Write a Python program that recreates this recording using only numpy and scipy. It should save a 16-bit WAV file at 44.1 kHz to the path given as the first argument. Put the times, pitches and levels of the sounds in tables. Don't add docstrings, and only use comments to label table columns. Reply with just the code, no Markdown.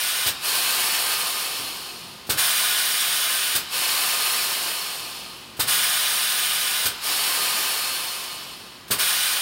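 import sys
import numpy as np
from scipy import signal
from scipy.fft import rfft, irfft, next_fast_len
from scipy.io import wavfile
from scipy.ndimage import map_coordinates

SR = 44100
rng = np.random.default_rng(int(sys.argv[2]) if len(sys.argv) > 2 else 0)


def transcribe(u):
    v = np.clip(np.atleast_2d(u).T, -1, 1)
    q = np.round(v * 32767).astype(np.int16)
    wavfile.write(sys.argv[1], SR, q)


N = 414979
T = np.arange(N) / SR

# open_s, close_s, flow_db
LIFTS = [(-.92, 0.31, -22.4), (2.379, 3.565, -21.7), (5.679, 6.87, -21.8), (8.992, 10.1, -22.3)]
# open_s, close_s, flow_db, loss_db in the first second after the crest
DESCENTS = [(.435, 2.29, -22.8, 8.8), (3.726, 5.59, -22.9, 8.9), (7.035, 8.9, -23.3, 10.0)]
# (relative, per Hz)
LIFT_HISS = [(100, -38), (330, -24), (600, -12.5), (1000, -14), (1500, -10.5), (2100, -9), (3000, -5.5),
             (5200, -6.5), (6200, -11.5), (7700, -16.5), (9000, 1), (10900, -15), (12500, -13.2),
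             (15600, -12.5)]
DESCENT_HISS = [(100, -27), (290, -15), (430, -8.5), (620, -7), (1000, -4), (2000, -5), (3000, -1.5),
                (5200, -3), (6200, -8.5), (7700, -7), (9000, .5), (10900, -10), (12500, -10), (15600, -9)]
# center_hz, width_hz, gain_db
LIFT_MODES = [(579, 31, -12), (1012, 50, 3.5), (1421, 36, 2.5), (1470, 36, 9.5), (1682, 36, 6),
              (1850, 36, 5.5), (2210, 36, 0), (2330, 36, 4.5), (3110, 36, 3), (3273, 32, 3.5),
              (3478, 33, 5), (3500, 36, 4), (3880, 36, 3.5), (4479, 44, -3), (4680, 36, -9), (4660, 36, 7),
              (5240, 33, -6), (5830, 36, -4.4), (6370, 85, -4.3), (6600, 140, 3.0), (6900, 50, 5),
              (7300, 50, 3), (8300, 50, 7), (8380, 50, -6.6), (8656, 50, -6.5), (8872, 50, -9.9),
              (9480, 260, -4), (11140, 85, 6), (12360, 85, -4.9)]
DESCENT_MODES = [(571, 33, -5), (1292, 32, -4.7), (1695, 36, -3), (1720, 36, 2.5), (2120, 36, -12),
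                 (2220, 36, 6), (2510, 36, -1), (2610, 38, 10), (3210, 28, 3), (3445, 30, 7),
                 (3480, 50, -6), (3800, 36, -7), (4250, 70, 7.5), (4380, 29, 9), (4600, 140, 3.5),
                 (5400, 25, 10), (5930, 36, 12), (6000, 50, -8), (7700, 85, -4.9), (7800, 50, 8),
                 (8000, 85, -11.4), (8030, 85, -7), (9948, 50, -6.8), (10276, 79, 12.5),
                 (10900, 140, -12.1), (11197, 85, 6.5), (12134, 85, 7.9), (12909, 85, 6.8),
                 (13000, 85, 5.0), (13717, 85, 6)]
# center_hz, width_hz, gain_db
STEELWORK_MODES = [(1055, 63, 3.7), (1224, 42, 8.5), (1518, 36, -2), (1560, 50, 4.5), (1744, 36, 4),
                   (1915, 36, -4.0), (2146, 33, 3), (2272, 36, -3.5), (2422, 31, 6.5), (2910, 36, 6),
                   (3058, 52, 6.0), (3750, 32, 5.5), (3985, 33, 5.5), (4080, 31, -6), (5920, 120, -6),
                   (7070, 46, 6.5), (7470, 79, -5.2), (8690, 50, -9.1), (8980, 140, -10.4), (9173, 50, -10),
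                   (9750, 85, -6), (10454, 85, 3.5), (11370, 150, 7.5), (11843, 140, -2), (13300, 85, 6),
                   (13500, 260, 2.5), (14524, 85, 5), (14739, 260, 5)]
# freq_hz, growth_db_per_db
LIFT_GROWTH = [(500, 0.3), (1600, 1.93), (3000, 0.95), (5000, 1.47), (7000, 1.6), (14000, 1.75)]
DESCENT_GROWTH = [(400, 0.8), (1150, 0.84), (1500, 1.32), (2050, 1.4), (2700, .9), (5200, 0.97),
                  (6500, 1.15), (14000, 1.42)]
# shift_s, thump_db (relative), puff_db, way (stroke that follows)
SHIFTS = [(0.261, -30, -19.3, "down"), (2.2915, -23, -18.3, "up"), (3.548, -33, -17.8, "down"),
          (5.5915, -24.5, -18.3, "up"), (6.852, -32, -18.5, "down"), (8.904, -25, -17.5, "up")]
# (relative, per Hz)
PUFF_SPECTRUM = [(120, -43), (200, -19.5), (407, -9.5), (874, -11), (1480, -1.5), (2020, -8.5), (2420, -5),
                 (3550, -2.5), (4840, -3), (5700, -7.5), (7350, -9.5), (8500, -2.5), (11800, -9),
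                 (13400, -3.5), (15500, -6)]
HOSE_SPECTRUM = [(150, -31), (350, -22), (700, -3.5), (1200, -1.5), (1900, -4.5), (2800, 2), (4000, 1),
                 (5200, 1), (6200, -9), (9500, -8), (15500, -18)]
# (relative, per Hz)
THUD_SPECTRUM = [(30, -26), (65, -10), (110, -5), (180, -8), (330, -6), (600, -8), (1200, -12), (3000, -50)]
# freq_hz, level_db (relative), t60_s
FRAME_MODES = [(97, -11, 0.096), (130, 0.5, .08), (246, -11, 0.029), (355, 0, 0.015), (460, -14, 0.031)]
# start_s, level_db, hold_s
RUBS = [(1.546, -45.5, 0.073), (1.9, -52, 0.46), (4.95, -53, 0.86), (8.3, -54, 0.64)]
# (relative, per Hz)
RUB_SPECTRUM = [(40, -3), (70, -3), (170, 4.5), (300, 0.5), (650, -3), (1100, -8), (2500, -40)]
# (relative, per Hz)
VENTILATION_SPECTRUM = [(20, -20), (40, -20), (60, -6), (90, -6), (160, 0), (260, -1), (450, -17.5),
                        (1000, -4.5), (2000, -4.5), (6000, -16), (15000, -22)]
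# freq_hz, mean_level_db (rms)
HUM = [(56, -65.5), (177.6, -63.5), (360.7, -60)]
# freq_hz, t60_s
ROOM_DECAY = [(100, 0.48), (1000, 0.53), (4000, 0.33), (14000, 0.086)]

SURGE_DB, SURGE_S, SAG_DB_PER_S = 2.3, 0.07, 1.15
CREST_S, FALL_POWER = 0.3, 2.2
ROOM_DB = -11
LOW_CUT_HZ, TOP_HZ = 50, 15800


def amp(db):
    return 10 ** (np.asarray(db) / 20)


def unit(x):
    return x / np.sqrt(np.mean(x ** 2) + 1e-20)


def along(points, hz):
    freq_hz, value = np.transpose(points)
    return np.interp(np.log(hz + 1), np.log(freq_hz + 1), value)


def wobble(knots_per_s):
    knots = rng.standard_normal(int(N * knots_per_s / SR) + 4)
    return map_coordinates(knots, [T * knots_per_s])


def filtered(x, response):
    size = next_fast_len(N + SR // 2)
    gain = response(np.fft.rfftfreq(size, 1 / SR))
    return irfft(rfft(x, size) * gain, size)[:N]


def noise(spectrum, modes=()):
    def response(hz):
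        bells_db = sum(db / (1 + (2 * (hz - center) / width) ** 2) for center, width, db in modes)
        return amp(along(spectrum, hz) + bells_db)
    return unit(filtered(rng.standard_normal(N), response))


def decay(t, t60_s):
    return np.exp(-np.log(1000) * t / t60_s)


def burst(start_s, rise_s, hold_s, t60_s):
    age = np.maximum(T - start_s, 0)
    fall = decay(np.clip((age - hold_s) / t60_s, 0, 2), 1)
    return (1 - np.exp(-age / rise_s)) * fall


def mufflers():
    lift_hiss = scattered(noise(LIFT_HISS, LIFT_MODES + STEELWORK_MODES), scatter_db=-6)
    descent_hiss = scattered(noise(DESCENT_HISS, DESCENT_MODES + STEELWORK_MODES), scatter_db=-8)
    lift = exhaust(LIFTS, lift_flow, lift_hiss, LIFT_GROWTH, full_db=-23.5, gain_db=0,
                   opening_s=0.0095, closing_s=0.0096, flutter_db=0.3)
    descent = exhaust(DESCENTS, descent_flow, descent_hiss, DESCENT_GROWTH, full_db=-25, gain_db=0.5,
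                      opening_s=0.024, closing_s=0.0054, flutter_db=0.31)
    return lift + descent


def exhaust(strokes, flow_law, hiss, growth, full_db, gain_db, opening_s, closing_s, flutter_db):
    flow_db, gate = np.full(N, float(full_db)), np.zeros(N)
    for open_s, close_s, *stroke in strokes:
        age = np.clip(T - open_s, 0, close_s - open_s)
        flow_db = np.where(T > open_s - 0.5, flow_law(age, *stroke), flow_db)
        opened = (1 + np.tanh((T - open_s) / opening_s)) / 2
        not_closed = (1 - np.tanh((T - close_s) / closing_s)) / 2
        gate += opened * not_closed
    flow_db = flow_db + flutter_db * wobble(45)
    hz, t, bins = signal.stft(hiss, SR, nperseg=256)
    excess_db = np.interp(t, T, flow_db) - full_db
    growth_gain = amp(along(growth, hz)[:, None] * excess_db)
    jet = signal.istft(bins * growth_gain, SR, nperseg=256)[1][:N]
    return amp(full_db + gain_db) * gate * jet


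def lift_flow(age, flow_db):
    return flow_db + SURGE_DB * np.exp(-age / SURGE_S) - SAG_DB_PER_S * age


def descent_flow(age, flow_db, loss_db):
    return flow_db - loss_db * np.abs(age - CREST_S) ** FALL_POWER


def scattered(x, scatter_db, t60_s=0.05, corner_hz=5000):
    t = np.arange(SR // 16) / SR
    echoes = rng.standard_normal(len(t)) * decay(t, t60_s) * (t > 0.002)
    reflected = signal.fftconvolve(x, echoes / np.linalg.norm(echoes))[:N]
    treble = filtered(reflected, lambda hz: hz ** 2 / (hz ** 2 + corner_hz ** 2))
    return unit(x + amp(scatter_db) * treble)


def reversals():
    up, down = ([row[:-1] for row in SHIFTS if row[-1] == way] for way in ("up", "down"))
    bottom = valve(up, hold_s=0.019, t60_s=0.165) + rig(up, jolt_db=-42.5, boom_hz=74, boom_db=-41.5)
    top = valve(down, hold_s=0.015, t60_s=0.17) + rig(down, jolt_db=-51, boom_hz=93, boom_db=-37.5)
    return bottom + top


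def valve(shifts, hold_s, t60_s):
    tick = sum(burst(s - 0.025, 0.0013, 0.0026, 0.42) for s, *_ in shifts)
    puff = sum(amp(puff_db) * burst(s + 0.0024, 0.0033, hold_s, t60_s) for s, _, puff_db in shifts)
    fill = sum(burst(s, 0.009, 0.66, 2.2) for s, *_ in shifts)
    spit = (puff + amp(-40) * tick) * noise(PUFF_SPECTRUM)
    return spit + amp(-36) * fill * noise(HOSE_SPECTRUM, STEELWORK_MODES)


def rig(shifts, jolt_db, boom_hz, boom_db):
    ring, shudder = np.zeros(N), np.zeros(N)
    t = np.arange(SR // 3) / SR

    def mode(hz, t60_s):
        return decay(t, t60_s) * np.sin(2 * np.pi * hz * t)

    u = t / 0.00034
    push = amp(18) * u * (2 - u) * np.exp(-u)
    boom = amp(boom_db) * mode(boom_hz, t60_s=0.08)
    for shift_s, thump_db, _ in shifts:
        frame = sum(amp(db + rng.standard_normal()) * mode(hz, t60_s) for hz, db, t60_s in FRAME_MODES)
        start = round((shift_s + 0.001) * SR)
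        ring[start:][:len(t)] -= amp(thump_db - 7) * (frame + push) + boom
        shudder += amp(thump_db - 9) * burst(shift_s + 0.0013, 0.0022, 0.0054, 0.25)
        shudder += amp(jolt_db) * burst(shift_s + 0.05, 0.004, 0.016, 0.17)
    return ring + shudder * noise(THUD_SPECTRUM)


def guide():
    rubbing = sum(amp(db) * burst(start_s, 0.01, hold_s, 0.93) for start_s, db, hold_s in RUBS)
    return rubbing * noise(RUB_SPECTRUM)


def workshop():
    hum = np.zeros(N)
    for hz, level_db in HUM:
        level = amp(level_db + 1.3 * wobble(3.4)) * np.sqrt(2)
        hum += level * np.sin(2 * np.pi * hz * T + 1.2 * wobble(6))
    return amp(-48) * noise(VENTILATION_SPECTRUM) + hum


def room(x):
    hz, t, bins = signal.stft(rng.standard_normal(SR // 2), SR, nperseg=256)
    fading = bins * decay(t, along(ROOM_DECAY, hz)[:, None])
    tail = signal.istft(fading, SR, nperseg=256)[1]
    return signal.fftconvolve(x, np.pad(tail / np.linalg.norm(tail), (SR // 200, 0)))[:N]


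def scene():
    machine = mufflers() + reversals() + guide()
    mono = machine + amp(ROOM_DB) * room(machine) + workshop()
    return np.array([mono, mono])


def record(dry):
    low_cut = signal.butter(6, LOW_CUT_HZ, "highpass", fs=SR, output="sos")
    thin = signal.sosfilt(low_cut, dry)
    return np.array([filtered(channel, lambda hz: hz < TOP_HZ) for channel in thin])


dry = scene()
out = record(dry)
transcribe(out)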